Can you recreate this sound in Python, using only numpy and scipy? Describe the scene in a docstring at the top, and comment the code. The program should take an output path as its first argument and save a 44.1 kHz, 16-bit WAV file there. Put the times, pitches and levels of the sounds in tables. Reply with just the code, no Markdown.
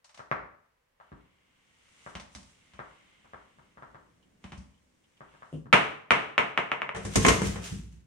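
"""A desk in a small room, with a home-made chain reaction. A marble rolls and clicks down two cardboard
gutters and a paper chute while a bead swinging on a thread knocks against the wall. The marble drops
onto the desk and bounces ever faster, then a roll of tape and a plastic bottle tumble off the edge
with thuds, a crash and a rattle. Each blow is an impulse and its reflections, filtered by the struck
body; rolling and scraping are shaped noise."""
import sys
import numpy as np
from scipy import signal
from scipy.fft import rfft, irfft, next_fast_len
from scipy.io import wavfile
from scipy.ndimage import uniform_filter1d, minimum_filter1d

SR = 44100
rng = np.random.default_rng(int(sys.argv[2]) if len(sys.argv) > 2 else 0)


def dump_mix(stems):
    """Bounce the given channels to the path in sys.argv[1] as a 16-bit WAV at rate SR."""
    frames = np.atleast_2d(stems).T  # one column per channel
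    limited = np.clip(frames, -1, 1)  # hard clip at full scale
    pcm = np.round(limited * 32767).astype(np.int16)
    wavfile.write(sys.argv[1], SR, pcm)


N = 355446
TIME = np.arange(N) / SR
SPAN = 32768  # samples per impulse response
SPAN_S = np.arange(SPAN) / SR
SPAN_HZ = np.fft.rfftfreq(SPAN, 1 / SR) + 1
EARS = np.array([[1], [-1]]) / 2


def amp(db):
    """Decibels to gain."""
    return 10 ** (np.asarray(db) / 20)


def unit(x):
    """Scale to rms 1."""
    return x / np.sqrt(np.mean(x ** 2))


def unit_early(x):
    """Scale to rms 1 over the first 40 ms."""
    return x / np.sqrt(np.mean(x[..., :int(.04 * SR)] ** 2))


def fade(t, t60_s):
    """Exponential decay, 60 dB in t60_s."""
    return np.exp(-np.log(1000) * t / t60_s)


def envelope(start_s, end_s, attack_s, t60_s):
    """Reach full level at start_s, hold until end_s, then decay."""
    rise = np.clip(1 + (TIME - start_s) / attack_s, 0, 1) ** 2
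    return rise * fade(np.maximum(TIME - end_s, 0), t60_s)


def butter(x, order, cutoff_hz, kind="low"):
    """Butterworth filter."""
    return signal.sosfilt(signal.butter(order, cutoff_hz, kind, fs=SR, output="sos"), x)


def resonate(x, pitch_hz, q):
    """Two-pole resonator."""
    return signal.lfilter(*signal.iirpeak(pitch_hz, q, fs=SR), x)


def curve_db(points, hz):
    """Interpolate rows of freq_hz, level_db over log frequency."""
    freq_hz, level_db = np.transpose(points)
    return np.interp(np.log(hz), np.log(freq_hz), level_db)


def tint(x, spectrum):
    """Impose a spectrum on a full-length signal, at rms 1."""
    size = next_fast_len(N)
    gain = amp(curve_db(spectrum, np.fft.rfftfreq(size, 1 / SR) + 1))
    return unit(irfft(rfft(x, size) * gain, size)[:, :N])


def diffuse(count, grain_db=0.):
    """Stereo noise, near mono in the bass; grain_db breaks it into ticks."""
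    grains = amp(grain_db * rng.exponential(size=count // 16 + 1)).repeat(16)[:count]
    mid, side, stray = rng.standard_normal((3, count)) * grains
    side = butter(side, 3, 230, "high") + amp(-14.5) * stray
    return unit(np.array([mid + side, mid - side]))


def minimum_phase(db):
    """Causal frequency response of a gain curve: sharp onset, ringing peaks."""
    cepstrum = irfft(np.log(amp(db)))
    cepstrum[1:SPAN // 2] *= 2
    cepstrum[SPAN // 2 + 1:] = 0
    return np.exp(rfft(cepstrum))


def room_response():
    """Reverberation from one spot; the treble dies first."""
    wash = diffuse(SPAN)
    low = butter(wash, 1, 1300)
    tail = low * fade(SPAN_S, t60_s=.54) + (wash - low) * fade(SPAN_S, t60_s=.43)
    return unit_early(tail * np.clip(SPAN_S / .0021 - .4, 0, 1))


def arrival(wash, direct_db, click_hz, lead_ms, gap_ms, near_t60_s):
    """One impulse at both ears: direct, off nearby surfaces, then round the room."""
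    delay_s = (1 - EARS * lead_ms) / 1000
    offset = (SPAN_S - delay_s) * SR
    direct = unit_early(np.sinc(offset) * np.exp(-(offset / 8) ** 2))
    direct = butter(direct, 1, click_hz, "high")  # a small contact spot radiates little bass
    late_s = np.maximum(SPAN_S - (1 + gap_ms) / 1000, 0)
    near = unit_early(diffuse(SPAN, grain_db=2) * fade(late_s, near_t60_s) * (late_s > 0))
    return unit_early(amp(direct_db) * direct + unit_early(near + wash))


def voicing_db(spectrum, modes, levels_db, stretch):
    """Gain curve of one blow: stretched body spectrum plus modes, pulled to three band levels."""
    bands_hz = [(40, 400), (400, 4000), (4000, 16000)]  # thump, knock, snap
    db = curve_db(spectrum, SPAN_HZ / stretch)
    db += sum(lift_db / (1 + (2 * (SPAN_HZ - hz) / width_hz) ** 2) for hz, width_hz, lift_db in modes)
    for _ in range(2):
        power = amp(db) ** 2 * 2 / SPAN
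        band_power = [power[(SPAN_HZ > low) & (SPAN_HZ < high)].sum() for low, high in bands_hz]
        thump, knock, snap = np.array(levels_db) - 10 * np.log10(band_power)
        db += curve_db([(300, thump), (560, knock), (3000, knock), (4600, snap)], SPAN_HZ)
    return db


def blows(hits, spectrum, modes, gain_db, dry_db, room_db, pan_db, stiffening=0., sharpening=0., **path):
    """Strike one body; sharpening is dB of direct click per dB of knock above the mean."""
    out = np.zeros((2, N + SPAN))
    wash = amp(room_db) * room_response()
    mean_knock_db = np.mean(hits, axis=0)[2]
    for start_s, thump_db, knock_db, snap_db in hits:
        harder_db = knock_db - mean_knock_db
        push = arrival(wash, dry_db + sharpening * harder_db, **path) * amp(EARS * pan_db)
        stretch = amp(stiffening * harder_db)  # harder blow: shorter contact, higher spectrum
        body = minimum_phase(voicing_db(spectrum, modes, (thump_db, knock_db, snap_db), stretch))
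        start = int((start_s - .001) * SR)  # arrival() adds 1 ms
        out[:, start:start + SPAN] += irfft(rfft(push) * body)
    return amp(gain_db) * out[:, :N]


# room tone: freq_hz, level_db
AIR_SPECTRUM = [(15, -50.5), (25, -9), (86, -12.5), (415, -21.5), (488, -12), (673, -22), (1060, -17),
                (1310, -21.5), (1860, -19.5), (4150, -31), (15000, -39)]


def room_air():
    """Faint, steady noise of the quiet room."""
    return amp(-75.5) * tint(diffuse(N), AIR_SPECTRUM)


# paper flexes: start_s, level_db
PAPER_TICKS = [(4.2277, -66.5), (4.7426, -71), (4.777, -74), (5.0404, -69), (5.1701, -66)]


def paper_ticks(pitch_hz=3030, width_hz=290):
    """Paper flexes under the marble with tiny, high ticks."""
    ring = unit(resonate(diffuse(N, grain_db=2.5), pitch_hz, q=pitch_hz / width_hz))
    return ring * sum(amp(db) * envelope(s, s, attack_s=.003, t60_s=.12) for s, db in PAPER_TICKS)


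def run_gains(enter_s, leave_s, entry_m_s, exit_m_s, rumble_db, ring_db, hiss_db, midspan_db):
    """Rumble, ring and hiss gains for one run at constant acceleration."""
    fast_m_s, attack_s = .36, .06
    elapsed_s = np.clip(TIME, enter_s, leave_s) - enter_s
    speed_m_s = entry_m_s + (exit_m_s - entry_m_s) * elapsed_s / (leave_s - enter_s)
    position_m = (entry_m_s + speed_m_s) / 2 * elapsed_s
    along = (position_m - position_m.min()) / np.ptp(position_m)
    energy = (speed_m_s / fast_m_s) ** 2
    on_track = envelope(enter_s, leave_s, attack_s, t60_s=.62)
    rumble = on_track * amp(rumble_db + 5 * along)  # the foot is nearer the desk
    ring = on_track * amp(ring_db + 12.5 * energy + midspan_db * np.sin(np.pi * along))
    hiss = on_track * amp(hiss_db + 23.5 * energy)
    # the marble skids on landing, before it grips
    skid = amp(-64) * abs(entry_m_s) / fast_m_s * envelope(enter_s, enter_s + .17, attack_s, t60_s=.45)
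    return np.array([rumble, ring, np.hypot(hiss, skid)])


# two gutters, then the chute (entered uphill):
# enter_s, leave_s, entry_m_s, exit_m_s, rumble_db, ring_db, hiss_db, midspan_db
MARBLE_RUNS = [(1.016, 2.1, 0.023, 0.37, -77, -74, -86, -2),
               (2.33, 4.42, 0.25, 0.042, -73, -81.5, -79.5, 13.5),
               (4.452, 5.56, -0.12, 0.19, -73.5, -83.5, -78, 14.5)]
# gutter resonances: pitch_hz, width_hz, level_db
GUTTER_RESONANCES = [(1406, 1100, -3.5), (2140, 310, 3.5), (2790, 580, 0)]
# paper grain hiss: freq_hz, level_db
HISS_SPECTRUM = [(1500, -2.5), (3500, 1), (4500, -2), (6000, 1.5), (9000, -0.5), (15000, -36)]
# rumble through the supports: freq_hz, level_db
RUMBLE_SPECTRUM = [(35, -11.5), (65, 0.5), (130, -3.5), (185, 0.5), (260, -3.5), (330, -7.5), (900, -22),
                   (2000, -28.5), (6000, -57)]


def marble_rolling():
    """Paper grain under the marble rings the gutter, hisses, and rumbles through the supports."""
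    rumble_gain, ring_gain, hiss_gain = sum(run_gains(*run) for run in MARBLE_RUNS)
    grain = diffuse(N, grain_db=1.5)
    ring = sum(amp(db) * resonate(grain, hz, q=hz / width_hz) for hz, width_hz, db in GUTTER_RESONANCES)
    ring = unit(butter(ring, 4, 3600))
    hiss = tint(diffuse(N, grain_db=1.5), HISS_SPECTRUM)
    rumble = tint(diffuse(N), RUMBLE_SPECTRUM)
    return ring_gain * ring + hiss_gain * hiss + rumble_gain * rumble


# bead on the wall: start_s, knock_db, boom_re_knock_db
BEAD_HITS = [(0.1937, -48, -10), (0.3146, -30, -10), (1.001, -56.5, -20), (1.1183, -55, 6),
             (2.0635, -46.5, -5.5), (2.792, -42.5, -9), (3.2463, -63.5, -6), (3.3348, -48, -8),
             (3.5858, -61.5, -4), (3.7728, -54.5, -6), (3.824, -49.5, -7), (3.9464, -53, -4.5),
             (5.2071, -51, -4.5), (5.34, -61, -7), (5.4226, -51.5, -12.5), (5.6579, -58, 10)]
# wall panel: freq_hz, level_db
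WALL_SPECTRUM = [(29, -36), (50, 0.5), (144, -2), (313, -4.5), (570, -5), (790, -5.5), (1010, -2),
                 (1870, -8.5), (2600, -27), (4430, -28.5), (6030, -36), (15000, -67.5)]
# wall resonances: pitch_hz, width_hz, lift_db
WALL_RESONANCES = [(104, 30, 0.5), (591, 26, 3.5), (1135, 110, 3), (1340, 90, 4), (1620, 170, 0.5),
                   (2050, 300, 0)]


def bead_knocks():
    """The bead ticks dully; wall panel and desk answer a few milliseconds later."""
    hits = [(start_s, db + boom_db, db, db - 33) for start_s, db, boom_db in BEAD_HITS]
    return blows(hits, WALL_SPECTRUM, WALL_RESONANCES, gain_db=1.5, dry_db=-5.5, room_db=1, pan_db=1.5,
                 stiffening=.056, sharpening=.17, click_hz=150, lead_ms=.35, gap_ms=7.9, near_t60_s=.058)


# marble on cardboard: start_s, thump_db, knock_db, snap_db
TRACK_HITS = [(0.0444, -88, -60.5, -59), (0.0934, -89, -61, -65), (0.1451, -74, -56.5, -59.5),
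              (0.1755, -65, -53, -59.5), (2.1531, -39, -39.5, -51.5), (2.1988, -56, -48, -53),
              (2.3501, -43, -47.5, -48.5), (2.7361, -54.5, -56, -69), (4.4412, -42, -47.5, -61.5),
              (4.521, -43.5, -45, -59.5), (4.5763, -41.5, -77, -61)]
# cardboard: freq_hz, level_db
TRACK_SPECTRUM = [(32, -24), (55, 6), (211, 1.5), (492, -16), (1070, -10), (1490, -16), (2290, -14.5),
                  (4120, -19.5), (9000, -26), (15000, -64)]
# cardboard resonances: pitch_hz, width_hz, lift_db
TRACK_RESONANCES = [(66.6, 11.8, 7.3), (88, 8, 6.5), (192, 38, 7.8), (255.4, 16, 4.9), (588, 30, 8.2),
                    (1054, 18, 6.8), (3010, 230, 0.91), (5830, 670, 5.4)]


def track_clicks():
    """The marble hits seams, drops to the second gutter and lands in the chute."""
    return blows(TRACK_HITS, TRACK_SPECTRUM, TRACK_RESONANCES, gain_db=-3, dry_db=-7.5, room_db=-1,
                 pan_db=.5, sharpening=.37, click_hz=905, lead_ms=.045, gap_ms=.73, near_t60_s=.14)


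# chute recoil: start_s, thump_db, knock_db, snap_db
CHUTE_HITS = [(5.528, -37, -47, -71.5), (5.56, -40.5, -71.5, -84.5)]
# paper chute: freq_hz, level_db
CHUTE_SPECTRUM = [(35, -17.5), (60, -4.5), (280, 2.5), (600, -8), (800, -25), (1200, -28.5), (2200, -43),
                  (2900, -23), (4300, -44), (9500, -32.5), (13000, -56.5)]
# chute resonances: pitch_hz, width_hz, lift_db
CHUTE_RESONANCES = [(62, 8, 9.5), (155, 25, 18.5), (256, 22, 6)]


def chute_bumps():
    """The chute springs back with a hollow double bump as the marble leaves."""
    return blows(CHUTE_HITS, CHUTE_SPECTRUM, CHUTE_RESONANCES, gain_db=0, dry_db=-7, room_db=-6.5,
                 pan_db=1.1, click_hz=198.6, lead_ms=.1, gap_ms=7.6, near_t60_s=.21)


# marble's tap on the wall, then soft tape scrapes and thuds on the desk: start_s, thump_db, knock_db, snap_db
TAP_AND_THUDS = [(6.9468, -46, -40, -58), (6.962, -40.5, -43, -52.5), (7.05, -32.5, -43, -47),
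                 (7.165, -21.5, -36, -46), (7.183, -28.5, -45, -47), (7.418, -26.5, -36, -44),
                 (7.468, -34.5, -55, -63.5), (7.557, -43, -43.5, -58), (7.718, -34.5, -62, -56.5)]
# desk top: freq_hz, level_db
DESK_SPECTRUM = [(29, -24.5), (50, -6), (172, -2.5), (286, -14.5), (455, -16.5), (845, -24.5), (1910, -26),
                 (2780, -32.5), (9000, -22), (15000, -69)]
# desk resonances: pitch_hz, width_hz, lift_db
DESK_RESONANCES = [(61.7, 3.1, 9.7), (105, 6.1, 8.7), (176.6, 12, 9.4), (198.5, 22, 9.3), (225, 12, 3.6),
                   (366, 31, 9), (446, 25, 5.4), (5850, 900, 5.7)]


def tap_and_thuds():
    """The marble's last light tap, against the wall, then soft scrapes of the tape and heavy thuds that boom
    the desk."""
    return blows(TAP_AND_THUDS, DESK_SPECTRUM, DESK_RESONANCES, gain_db=1.5, dry_db=-16, room_db=2,
                 pan_db=.7, click_hz=80, lead_ms=.084, gap_ms=.45, near_t60_s=.15)


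# scrapes past the edge: peak_s, boom_db, rattle_db
EDGE_SCRAPES = [(7.052, -55.5, -52), (7.15, -51, -40.5), (7.23, -46, -34), (7.32, -35, -33),
                (7.461, -40, -36), (7.658, -54, -39.5), (7.74, -45, -53.5), (7.929, -55, -64.5)]
# rattle of the falling objects: freq_hz, level_db
RATTLE_SPECTRUM = [(240, -19.5), (400, -1), (590, -14), (1250, -9.5), (2900, -7), (4570, -12.5), (6220, -8),
                   (9000, -14), (15000, -34)]


def edge_scrapes(attack_s=.081):
    """Tape, string and bottle scrape over the edge and rattle as they fall."""
    boom_gains = [amp(db) * envelope(s, s, attack_s, t60_s=.82) for s, db, _ in EDGE_SCRAPES]
    rattle_gains = [amp(db) * envelope(s, s, attack_s, t60_s=.52) for s, _, db in EDGE_SCRAPES]
    boom = butter(tint(diffuse(N), DESK_SPECTRUM), 4, 330)
    boom = unit(boom) + amp(2.5) * unit(resonate(boom, pitch_hz=61, q=9))  # lowest desk mode
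    rattle = tint(diffuse(N, grain_db=2), RATTLE_SPECTRUM)
    return np.max(boom_gains, axis=0) * boom + np.max(rattle_gains, axis=0) * rattle


# bottle on the desk: start_s, thump_db, knock_db, snap_db
BOTTLE_HITS = [(7.157, -24, -28, -28), (7.249, -27.5, -20.5, -36.5), (7.264, -21.5, -24.5, -31.5),
               (7.284, -26, -20, -27), (7.302, -26.5, -29.5, -43.5)]
# plastic bottle: freq_hz, level_db
BOTTLE_SPECTRUM = [(29, -16.5), (50, 2.5), (262, 5.5), (808, -9.5), (1080, -5), (1310, -9.5), (2140, -7.5),
                   (3180, -14), (4430, -21.5), (6160, -19), (9000, -22), (15000, -50.5)]
# bottle resonances: pitch_hz, width_hz, lift_db
BOTTLE_RESONANCES = [(61, 6, 6.9), (192, 32, 5.4), (314, 14, 2), (441, 35, 7.5), (680, 56, 4.5),
                     (1071, 52, 9.4), (1260, 77, 3), (2110, 41, 8.6), (2940, 67, 4.3), (6360, 87, 8.1),
                     (6600, 160, 5)]
# lingering ring: pitch_hz, level_db, t60_s
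BOTTLE_PARTIALS = [(1085, -34.5, 0.26), (6260, -49, .5)]


def bottle_crash():
    """The bottle is yanked over and clatters on the desk; its hardest knock leaves a thin ring."""
    clatter = blows(BOTTLE_HITS, BOTTLE_SPECTRUM, BOTTLE_RESONANCES, gain_db=1, dry_db=-10.5, room_db=-5,
                    pan_db=1, sharpening=.45, click_hz=500, lead_ms=.15, gap_ms=.67, near_t60_s=.085)
    hardest_s = max(BOTTLE_HITS, key=lambda hit: hit[2])[0]
    t = np.maximum(TIME - hardest_s, 0)
    phases = rng.uniform(0, 2 * np.pi, (len(BOTTLE_PARTIALS), 2, 1))
    ring = sum(amp(db) * fade(t, t60_s) * np.sin(2 * np.pi * hz * t + phase)
               for (hz, db, t60_s), phase in zip(BOTTLE_PARTIALS, phases))
    return clatter + ring * (t > 0)


# marble on the desk: freq_hz, level_db
BOUNCE_SPECTRUM = [(32, -37), (55, -23), (134, -11.5), (379, -11.5), (600, -4), (1250, -0.5), (1590, -3.5),
                   (2190, -1), (2910, -6.5), (4590, -23), (9000, -28.5), (15000, -70)]
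# resonances of a bounce: pitch_hz, width_hz, lift_db
BOUNCE_RESONANCES = [(145.3, 7.3, 6), (201.5, 16, 3.5), (437, 41, 9), (588, 61, 4.4), (637, 30, 2.2),
                     (1022, 25, 4.1), (1246, 50, 3.9), (2210, 30, 2.5), (2750, 67, 1.6), (5800, 900, 2.7)]


def marble_bounces(land_s=5.7281, first_flight_s=.379, restitution=.7196):
    """Each bounce loses the same share of speed; softer ones shake the desk less and click more."""
    first_db, loss_db = np.array([-26, -14, -36]), np.array([4, 3.5, 5.5])  # thump, knock, snap
    hits = []
    for bounce in range(7):
        start_s = land_s + first_flight_s * (1 - restitution ** bounce) / (1 - restitution)
        hits.append((start_s, *(first_db - bounce * loss_db)))
    return blows(hits, BOUNCE_SPECTRUM, BOUNCE_RESONANCES, gain_db=2, dry_db=1.3, room_db=-1.5,
                 pan_db=.6, stiffening=.045, sharpening=-.35,
                 click_hz=1520, lead_ms=.056, gap_ms=1.7, near_t60_s=.16)


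def scene():
    """Stereo sum of room air, marble, bead and the final tumble."""
    air = room_air()
    marble = track_clicks() + marble_rolling() + paper_ticks() + chute_bumps() + marble_bounces()
    return air + marble + bead_knocks() + tap_and_thuds() + bottle_crash() + edge_scrapes()


def record(dry):
    """Slight side-channel EQ, peak limiter, steep low-pass."""
    ceiling, top_hz = .95, 15900
    mid, side = (dry[0] + dry[1]) / 2, (dry[0] - dry[1]) / 2
    side_db = curve_db([(70, 1.5), (140, -2), (260, -.5)], np.fft.rfftfreq(N, 1 / SR) + 1)
    side = irfft(rfft(side) * amp(side_db), N)
    stereo = np.array([mid + side, mid - side])
    gain = np.minimum(1, ceiling / (np.abs(stereo).max(axis=0) + 1e-9))
    gain = uniform_filter1d(minimum_filter1d(gain, size=65), size=65)
    return signal.sosfilt(signal.ellip(8, .2, 70, top_hz, fs=SR, output="sos"), stereo * gain)


dry = scene()
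out = record(dry)
dump_mix(out)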